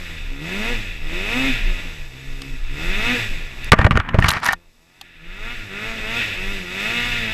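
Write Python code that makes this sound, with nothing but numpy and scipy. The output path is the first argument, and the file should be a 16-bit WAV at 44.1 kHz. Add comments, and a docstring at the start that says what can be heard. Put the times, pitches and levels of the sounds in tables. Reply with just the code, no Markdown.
"""Snowmobile in deep snow, struck by a branch

A two-cylinder two-stroke snowmobile revs up and down, heard by a helmet camera: crank-order tones, coloured
firing pulses and pulsing noise over a lumpy sub-bass. A branch whips and drags across the housing: noise
bursts, ringing modes, membrane swings and random slips crack, thump and scrape. After it the engine sounds
faint and its level swells back."""
import sys
import numpy as np
from scipy import signal
from scipy.fft import rfft, irfft
from scipy.io import wavfile
from scipy.ndimage import uniform_filter1d

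SR = 44100
rng = np.random.default_rng(int(sys.argv[2]) if len(sys.argv) > 2 else 0)


def pcm_store(signal):
    """Save signal as 16-bit PCM."""
    levels = np.round(np.clip(np.atleast_2d(signal), -1, 1) * 32767)
    wavfile.write(sys.argv[1], SR, levels.astype(np.int16).T)


def volts_from_decibels(level):
    """Turn decibel levels (scalar or array-like) into linear amplitude factors."""
    exponent = np.asarray(level, float) / 20
    return 10 ** exponent


N = 323253  # length of the sound in samples, about 7.33 s

# modes of the camera housing: mode_hz, level_db, t60_s
HOUSING_MODES = [(650, -6, .05), (810, -1, .045), (960, 0, .03), (1180, 1, .035), (1420, -3, .025),
                 (1830, 0, .045), (2250, -5, .02), (2900, -6, .015)]
# narrow and broad panel resonances of the machine: centre_hz, width_hz, gain_db
PANEL_MODES = [(1412, 35, 10), (1729, 130, 8), (1953, 130, 6.5), (2600, 420, 5), (5020, 1100, 4),
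               (6720, 43, 10), (6940, 220, -2), (7770, 410, 11.5), (9900, 190, 2.5), (11360, 130, 5.5),
               (13200, 670, 2)]
CRUISE_HZ = 91  # crank speed at which the speed-dependent levels are neutral


def rms_one(x):
    """Scales x to rms 1."""
    return x / np.sqrt(np.mean(x ** 2) + 1e-20)


def in_time(rows):
    """Draws each column of a curve table at every sample; the first column is time in seconds."""
    s, *columns = np.transpose(rows)
    return [np.interp(np.arange(N) / SR, s, column) for column in columns]


def coloured(x, spectrum, peaks=()):
    """Filters x through a spectrum, straight in dB over log frequency, plus resonances; rms 1."""
    bin_hz = np.fft.rfftfreq(N, 1 / SR)
    hz, db = np.transpose(spectrum)
    gain = volts_from_decibels(np.interp(np.log(bin_hz + 1), np.log(hz), db, left=-120, right=-120))
    for peak_hz, width_hz, peak_db in peaks:
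        gain = gain * volts_from_decibels(peak_db / (1 + (2 * (bin_hz - peak_hz) / width_hz) ** 2))
    return rms_one(irfft(rfft(x) * gain, N))


def drift(rate_hz):
    """Slow random wander of rms 1: noise through a two-pole low-pass, drawn every 40 samples."""
    r = np.exp(-80 * np.pi * rate_hz / SR)
    noise = rng.standard_normal(N // 40 + 2002)
    slow = signal.lfilter([1], [1, -2 * r, r * r], noise)[2000:]  # the filter has settled
    return np.interp(np.arange(N) / 40, np.arange(len(slow)), rms_one(slow))


def ring(clicks, hz, t60_s):
    """Two-pole resonator: each unit click starts a decaying unit sine."""
    r = 1000 ** (-1 / (t60_s * SR))
    w = 2 * np.pi * hz / SR
    return signal.lfilter([0, np.sin(w)], [1, -2 * r * np.cos(w), r * r], clicks + 1e-18)


def band(x, low_hz, high_hz):
    """Butterworth band-pass."""
    return signal.sosfilt(signal.butter(2, [low_hz, high_hz], "band", fs=SR, output="sos"), x)


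def rumble():
    """Lumpy sub-bass from the track and the rider's jolts, shaking the microphone: coloured noise."""
    # rumble before its lumps: time_s, level_db
    rumble_level = [(0.0, -36), (0.12, -27.5), (0.49, -34.5), (0.53, -25), (1.37, -28), (1.41, -23.5),
                    (1.75, -16), (1.92, -35.5), (2.04, -25), (2.23, -39), (2.28, -24), (2.76, -27),
                    (2.9, -17), (3.18, -27), (3.82, -27), (4.14, -35), (4.23, -21), (4.41, -54),
                    (4.53, -38.5), (4.9, -61.5), (5.39, -28.5), (5.82, -40), (5.9, -24.5), (6.25, -42),
                    (6.41, -27), (6.72, -39.5), (7.19, -26.5), (7.33, -36)]
    # its spectrum: freq_hz, gain_db
    rumble_colour = [(8, -10.5), (15, 18), (24, 19.5), (33, 15), (50, -18), (90, -52), (200, -68.5)]
    level_db, = in_time(rumble_level)
    lumps_db = 2 * drift(4)
    return coloured(rng.standard_normal(N), rumble_colour) * volts_from_decibels(level_db + lumps_db)


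def drag():
    """Twigs drag on the housing: dense uneven slips excite its modes, with noise buffeting below."""
    # dragging twigs: time_s, scrape_db, bright_scrape_db, low_buffeting_db
    drag_levels = [(3.72, -34, -58, -40), (3.775, -26.5, -49, -28), (3.8, -21.5, -44, -22),
                   (3.872, -39, -63, -20.5), (3.905, -48, -72, -29.5), (3.93, -36.5, -51, -24.5),
                   (3.99, -28, -57, -23), (4.02, -33.5, -86, -40), (4.2, -33, -46.5, -26),
                   (4.27, -22.5, -36, -28.5), (4.38, -25.5, -40, -40), (4.41, -41, -52, -39),
                   (4.43, -23.5, -38, -40), (4.5, -33, -38, -40), (4.55, -60, -65, -42)]
    scrape_db, bright_db, low_db = in_time(drag_levels)
    on = np.interp(np.arange(N) / SR, [3.717, 3.722, 4.54, 4.56], [0, 1, 1, 0])
    heights_db = 3.3 * np.minimum(rng.exponential(1, N), 4)
    slips = volts_from_decibels(heights_db) * rng.choice([-1, 1], N)
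    slips_per_s = 6000 * volts_from_decibels(4.0 * drift(60))
    slips = slips * (rng.random(N) < slips_per_s / SR)
    # the modes ring shorter here than under a blow
    body = rms_one(sum(volts_from_decibels(db) * ring(slips, hz, 0.41 * t60_s) for hz, db, t60_s in HOUSING_MODES))
    grit = rms_one(band(band(slips, 710, 1900), 660, 3000))
    scrape = rms_one(body + 4.1 * grit)
    bright = rms_one(band(slips, 2700, 5100))
    buffeting = rms_one(band(rng.standard_normal(N), 82, 220))
    return on * (volts_from_decibels(scrape_db) * scrape + volts_from_decibels(bright_db) * bright + volts_from_decibels(low_db) * buffeting)


def thumps():
    """Each push swings the microphone membrane for a cycle or two: a heavily damped sine."""
    # pushes on the membrane: start_s, relative_level_db, swing_hz
    pushes = [(3.72, 0.5, 108), (3.735, -2.5, 211), (3.792, -8, 72.4), (3.814, -18, 88.8), (3.849, -1, 93),
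              (3.868, -20, 80.7), (3.91, -9, 144), (3.929, -14.5, 54), (3.956, -8.5, 67.5),
              (3.994, -14.5, 83.4), (4.144, -8.5, 96), (4.187, -1.5, 115), (4.209, -21, 50.6),
              (4.244, -8.5, 94), (4.286, -14.5, 85), (4.366, -22, 123), (4.486, -24.5, 191)]
    out = np.zeros(N)
    for s, level_db, swing_hz in pushes:
        click = np.zeros(8000)
        click[0] = volts_from_decibels(level_db + 7.5)
        at = round(s * SR)
        out[at:at + len(click)] += ring(click, swing_hz, 3.74 / swing_hz)
    return out


def snaps():
    """Thin twigs tick on the housing: a few milliseconds of bright noise."""
    # placed ticks: start_s, relative_level_db
    twig_ticks = [(2.4188, -25), (3.6448, -20), (3.719, -5), (4.2018, -23), (4.286, -8.5), (4.2904, -3),
                  (4.295, -11), (4.305, -13.5), (4.314, -7.5), (4.3254, -18), (4.4386, -26), (4.446, -13),
                  (4.4552, -12), (4.463, -3), (4.4753, -17), (4.483, -18), (4.526, -13), (4.5315, -15),
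                  (5.014, -22)]
    out = np.zeros(N)
    t = np.arange(int(.03 * SR)) / SR
    # ten faint ticks at random while the thin twigs pass
    faint = [(rng.uniform(4.18, 4.52), rng.normal(-40, 5)) for _ in range(10)]
    for s, level_db in list(twig_ticks) + faint:
        fading = rng.standard_normal(len(t)) * 1000 ** (-t / .007)  # 60 dB down in 7 ms
        tick = band(fading, 4000, 12500)
        at = round(s * SR)
        out[at:at + len(t)] += volts_from_decibels(level_db - 4.0) * tick / np.abs(tick).max()
    return out


def cracks():
    """Each contact is a splintering burst that holds, then stops, beside briefly ringing modes."""
    # contacts: start_s, relative_level_db, low_knock_db and brightness_db (both relative), length_s
    contacts = [(2.418, -28, -24, 7.5, 0.0044), (3.719, 10.5, -29, -7, 0.0048), (3.73, 4, -2, -28, 0.0053),
                (3.736, -3.5, -13, -35, 0.008), (3.787, -5.5, -2.5, -44, 0.0061),
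                (3.813, -7, -33, -31, 0.0081), (3.844, -4, -4, -33, 0.0091),
                (3.864, -3.5, 0.5, -31, 0.0069), (3.909, -2, -13.5, -17, 0.0025),
                (3.914, -10, -9, -44, 0.013), (3.955, -10, -14, -28, 0.006), (3.964, -14, -15, -22, 0.0052),
                (3.973, -1.5, -6, -43, 0.003), (3.992, -16, -24, -47, 0.0031), (4, -9.5, -33, -48, 0.0039),
                (4.089, -15, -35, -49, 0.0058), (4.143, -13, 4, -25, 0.011),
                (4.187, -5.5, 0.5, -20, 0.0066), (4.224, -5.5, -29, -31, 0.0027),
                (4.242, -3, -26, -37, 0.0064), (4.257, -12, -15, -16, 0.013), (4.283, -5, -24, 0.5, 0.01),
                (4.304, -12, -26, 4, 0.0043), (4.316, -8, -39, -38, 0.0043), (4.336, -10, -12, -4, 0.0025),
                (4.369, -9.5, -36, -22, 0.0047), (4.43, -13, -23, -7, 0.018), (4.457, -10, -33, -3, 0.0084),
                (4.46, -7, -27, -34, 0.025), (4.486, -2, -26.5, -13.5, 0.0086),
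                (4.503, -11.5, -38, -24.5, 0.021), (4.531, -5.5, -31, -11, 0.0077),
                (5.012, -30.5, -22, 7.5, 0.0063)]
    out = np.zeros(N)
    t = np.arange(int(.15 * SR)) / SR
    for s, level_db, low_db, bright_db, length_s in contacts:
        white = rng.standard_normal((2, len(t)))
        # the product of two noises is spiky, as splintering is
        burst = white[0] * np.abs(white[1]) * np.exp(-(t / length_s) ** 2)
        spread_db = rng.normal(0, 4.0, len(HOUSING_MODES))  # each blow excites the modes differently
        body = sum(volts_from_decibels(db + more_db) * ring(burst, hz, t60_s)
                   for (hz, db, t60_s), more_db in zip(HOUSING_MODES, spread_db))
        parts = [(band(body, 1100, 4400), -9.0),
                 (band(burst, 890, 2110), -2.5),
                 (band(body + 8.0 * burst, 370, 625), low_db - 4.0),
                 (band(burst, 1900, 4100), bright_db + 0.5)]
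        hit = sum(volts_from_decibels(share_db) * part / np.abs(part).max() for part, share_db in parts)
        at = round(s * SR)
        out[at:at + len(t)] += volts_from_decibels(level_db) * hit
    return out


def leaning(x):
    """As the head turns, 2.2-3.1 kHz rises as what lies under it falls, or the reverse."""
    # tilt of the rasp and buzz: time_s, lean_db
    head_lean = [(0, 2.5), (1.2, 5.5), (2.6, 3), (3.6, 3.6), (5.2, 1), (5.8, 0), (6.2, 4.2), (7.3, 3.5)]
    lean_db, = in_time(head_lean)
    low = signal.sosfiltfilt(signal.butter(3, 2200, fs=SR, output="sos"), x)
    high = signal.sosfiltfilt(signal.butter(3, 3100, "high", fs=SR, output="sos"), x)
    middle = x - low - high
    return low * volts_from_decibels(-lean_db) + middle * volts_from_decibels(lean_db) + high


def order_tone(per_turn, level_db, turns):
    """A sine locked to the crank, per_turn cycles a turn, with a flickering level."""
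    return np.sqrt(2) * volts_from_decibels(level_db + 2.3 * drift(13.0)) * np.sin(2 * np.pi * per_turn * turns)


def crank_tones(crank_hz, turns, tones_db, roar_db):
    """Low orders of the crank, coloured by the exhaust pipe and changed when the throttle shuts."""
    # the thumb throttle: opens_s, shuts_s
    throttle = [(.3, 0.75), (1.03, 1.51), (1.66, 1.734), (2.14, 2.57), (2.7, 3.19), (4.78, 4.94),
                (5.21, 5.5), (5.69, 6.2), (6.36, 6.68), (6.68, 7.03), (7.22, 7.3)]
    # cycles per crank turn of each clean order
    orders = [1, 2, 4, 5, 6, 7]
    # for each of them: relative_level_db, loss_with_throttle_shut_db
    order_levels = [(-11.5, -4.5), (-6, 5.5), (-9, 11.5), (-21, 4), (-18, 4), (-22.5, 4.5)]
    # exhaust pipe response: freq_hz, gain_db
    pipe = [(60, 2), (90, -1), (130, 4), (200, 0.5), (270, 0.5), (350, 3), (420, 0), (480, 4.5), (540, 2),
            (650, 1), (850, -8)]
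    # near top speed the firing tone thins, then booms in the tuned pipe: crank_hz, gain_db
    boom = [(112, 0), (118, -6), (121, 7), (127, 13.5), (136, 14.5)]
    t = np.arange(N) / SR
    is_open = sum(1. * (np.abs(t - (a + b) / 2) < (b - a) / 2) for a, b in throttle)
    shut = 1 - uniform_filter1d(is_open, size=1501)
    boom_db = np.interp(crank_hz, *np.transpose(boom))
    pipe_hz, pipe_db = np.transpose(pipe)
    tones = np.zeros(N)
    for n, (over_db, loss_db) in zip(orders, order_levels):
        level_db = tones_db + over_db - loss_db * shut + 1.5 * drift(5.5)
        level_db = level_db + np.interp(n * crank_hz, pipe_hz, pipe_db)
        if n == 2:  # two firings a turn
            level_db = level_db + boom_db
        tones += order_tone(n, level_db, turns)
    # two less steady orders follow the roar
    tones += order_tone(1.5, roar_db - 6.0 + 4 * drift(2.7), turns)
    tones += order_tone(3, roar_db - 7.0 + 4 * drift(4.3), turns)
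    return tones


def firing_pulses(crank_hz, firing, strength):
    """One impulse a firing, drawn out by reflections in pipe and hood."""
    pulses = np.diff(firing, prepend=0) * strength / np.sqrt(crank_hz)
    echoes = rng.standard_normal(900) * np.exp(-np.arange(900) / (.007 * SR))
    return signal.fftconvolve(pulses, echoes)[:N]


def exhaust_buzz(pulses, crank_hz, rasp_db, slowing):
    """Firing pulses through the exhaust and panels, stronger with speed, weaker on slowing."""
    # exhaust spectrum: freq_hz, gain_db
    exhaust_colour = [(900, -30), (1250, -5), (1500, -4), (2000, -3), (2700, -2), (3200, -14), (3600, -8),
                      (4500, -30), (6000, -60)]
    level_db = rasp_db - 1.5 - 9 * slowing + .09 * (crank_hz - CRUISE_HZ)
    return coloured(pulses, exhaust_colour, PANEL_MODES) * volts_from_decibels(level_db)


def intake_growl(pulses, crank_hz, roar_db, slowing):
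    """The same pulses through the intake, stronger with speed, weaker on slowing."""
    # intake spectrum: freq_hz, gain_db
    intake_colour = [(450, -30), (660, 3), (800, 0), (960, 3), (1150, -1), (1500, -25)]
    level_db = roar_db + 2.5 - 10 * slowing + (crank_hz - 110) / 9
    return coloured(pulses, intake_colour) * volts_from_decibels(level_db)


def firing_rasp(turns, strength, rasp_db, treble_db, slowing):
    """Hiss that jumps at each firing and dies towards the next; its treble has its own level."""
    # rasp spectrum: freq_hz, gain_db
    rasp_colour = [(650, -38), (1100, -24.5), (1400, -9.5), (1900, -5.5), (2600, -3), (3200, -13),
                   (3550, -4.5), (4300, -20.5), (6600, -26.5), (7100, -28.5), (8400, -34.5), (10600, -35),
                   (13000, -32), (14000, -40.5), (15200, -41), (15400, -84.5)]
    since_firing = 2 * turns % 1  # 0 at one firing, 1 at the next
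    hiss = rng.standard_normal(N) * (1 + 0.2 * strength * np.exp(-2.5 * since_firing))
    whole = coloured(hiss, rasp_colour, PANEL_MODES)
    upper = signal.sosfiltfilt(signal.butter(4, 4500, "high", fs=SR, output="sos"), whole)
    lower_db = rasp_db - 1.1 + 2.44 * slowing + 1.8 * drift(5.8)
    return (whole - upper) * volts_from_decibels(lower_db) + rms_one(upper) * volts_from_decibels(treble_db + 0.6)


def low_roar(roar_db):
    """Broad low noise of the machine with a wavering level."""
    # roar spectrum: freq_hz, gain_db
    roar_colour = [(40, -3), (70, 9.5), (130, -4), (250, 4.5), (450, -2.5), (800, -5.5), (1200, -5.5),
                   (1600, -21.5), (3000, -58)]
    return coloured(rng.standard_normal(N), roar_colour) * volts_from_decibels(roar_db + 6.0 + 1.5 * drift(9.9))


def engine():
    """One crank phase drives the order tones, the firing pulses and the gated hiss; roar is added."""
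    # engine curve, rasp as reference level: time_s, crank_turns_hz, rasp_db
    engine_curve = [(0.0, 91.06, -33.5), (0.21, 74.25, -38.5), (0.3, 67.79, -39.5), (0.39, 70.62, -39.5),
                    (.45, 81, -34), (0.51, 91.26, -31.5), (.66, 114, -28.5), (0.72, 122.8, -29.5),
                    (0.84, 95.64, -34.5), (1.0, 73.03, -40), (1.06, 75.2, -37), (1.14, 85.49, -31.5),
                    (1.23, 97.53, -31), (1.34, 120.2, -26.5), (1.39, 129.7, -26), (1.48, 136.1, -26),
                    (1.63, 96.95, -34), (1.68, 90.48, -34), (1.8, 88.37, -34.5), (2.03, 68.56, -41),
                    (2.13, 64.05, -43.5), (2.28, 67.64, -43), (2.48, 68, -40.5), (2.63, 62.36, -42),
                    (2.7, 63.44, -40.5), (2.84, 83.16, -29), (2.95, 98.67, -28), (3.07, 119.3, -23.5),
                    (3.13, 125.7, -24.5), (3.2, 115, -24.5), (3.27, 100.5, -29.5), (3.41, 74.24, -36),
                    (3.51, 64.92, -39), (3.7, 60.2, -36.5), (4.5, 85.9, -52.5), (4.58, 86.3, -59),
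                    (4.68, 86.7, -63.5), (4.77, 76.96, -65), (5.0, 96.4, -56), (5.08, 87.23, -50.5),
                    (5.2, 78.15, -48), (5.32, 90.52, -41.5), (5.47, 115.5, -34), (5.53, 121.9, -33.5),
                    (5.7, 94.68, -36), (5.88, 112.7, -30), (5.94, 112.7, -31.5), (6.03, 106.6, -31.5),
                    (6.19, 118.4, -26), (6.37, 90.56, -32), (6.52, 100.5, -29.5), (6.67, 87.2, -34),
                    (6.81, 100.3, -27.5), (6.89, 112.6, -26), (6.95, 118.9, -26.5), (7.08, 121.4, -25.5),
                    (7.18, 117, -27), (7.28, 109, -29), (7.33, 110, -28.5)]
    # balance of roar, treble and tones against the rasp, shifting as the engine swells back:
    # time_s, roar_db, treble_db, tones_db
    layer_balance = [(0, -17.5, -14, -1), (.6, -14.5, -13, 0.5), (1.2, -15.5, -14, 0),
                     (1.8, -13.5, -13, -1), (2.3, -15, -9, 0.5), (3.0, -18.5, -15.5, -3),
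                     (3.6, -13.5, -13.5, -3), (4.58, -8.5, -10.5, 11), (4.75, -4.5, -0.5, 1.5),
                     (5.0, -12, -8, -3), (5.1, -18, -17.5, -4.5), (5.6, -18.5, -17, -2),
                     (6.2, -16.5, -15, -2), (6.8, -18.5, -14, -4), (7.3, -18, -15.5, -0.5)]
    crank_hz, rasp_db = in_time(engine_curve)
    roar_over_db, treble_over_db, tones_over_db = in_time(layer_balance)
    # how each balance shifts with speed, in dB per Hz of crank
    speed_hz = crank_hz - CRUISE_HZ
    roar_db = rasp_db + roar_over_db - 0.03 * speed_hz
    treble_db = rasp_db + treble_over_db + 0.0081 * speed_hz
    tones_db = rasp_db + tones_over_db - 0.1174 * speed_hz

    turns = np.cumsum(crank_hz * (1 + .0015 * drift(12))) / SR
    # 0 = steady or rising, 1 = falling by 120 Hz a second or faster
    slowing = np.clip(-uniform_filter1d(np.gradient(crank_hz) * SR, size=2001) / 120, 0, 1)
    firing = (2 * turns).astype(int)
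    uneven_db = rng.normal(0, .8, firing[-1] + 1)[firing]
    strength = volts_from_decibels(uneven_db - 9.0 * (firing % 2))  # one cylinder is louder

    pulses = firing_pulses(crank_hz, firing, strength)
    tones = crank_tones(crank_hz, turns, tones_db, roar_db)
    buzz = exhaust_buzz(pulses, crank_hz, rasp_db, slowing)
    growl = intake_growl(pulses, crank_hz, roar_db, slowing)
    rasp = firing_rasp(turns, strength, rasp_db, treble_db, slowing)
    roar = low_roar(roar_db)
    # the engine drops away while the branch is on the housing
    struck = np.interp(np.arange(N) / SR, [3.697, 3.703, 4.5, 4.58], [0, 1, 1, 0])
    return (1 - .5 * struck) * tones + (1 - 0.87 * struck) * (leaning(buzz + rasp) + growl + roar)


def scene():
    """Rumble, branch and machine add up at one microphone."""
    branch = drag() + thumps() + snaps() + cracks()
    return (rumble() + branch + engine())[None]


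def top_cut(x):
    """Nothing passes above the cut-off."""
    return signal.sosfilt(signal.butter(12, 16320, fs=SR, output="sos"), x)


def record(dry):
    """The loudest blows overload the input; faint circuit hiss joins; the top is cut."""
    clipped = np.clip(dry, -1.0, 1.0)
    noisy = clipped + volts_from_decibels(-71) * rng.standard_normal(dry.shape)
    cut = signal.sosfilt(signal.cheby2(8, 40, 16000, fs=SR, output="sos"), noisy)
    return top_cut(np.clip(cut, -1.0, 1.0))


dry = scene()
out = record(dry)
pcm_store(out)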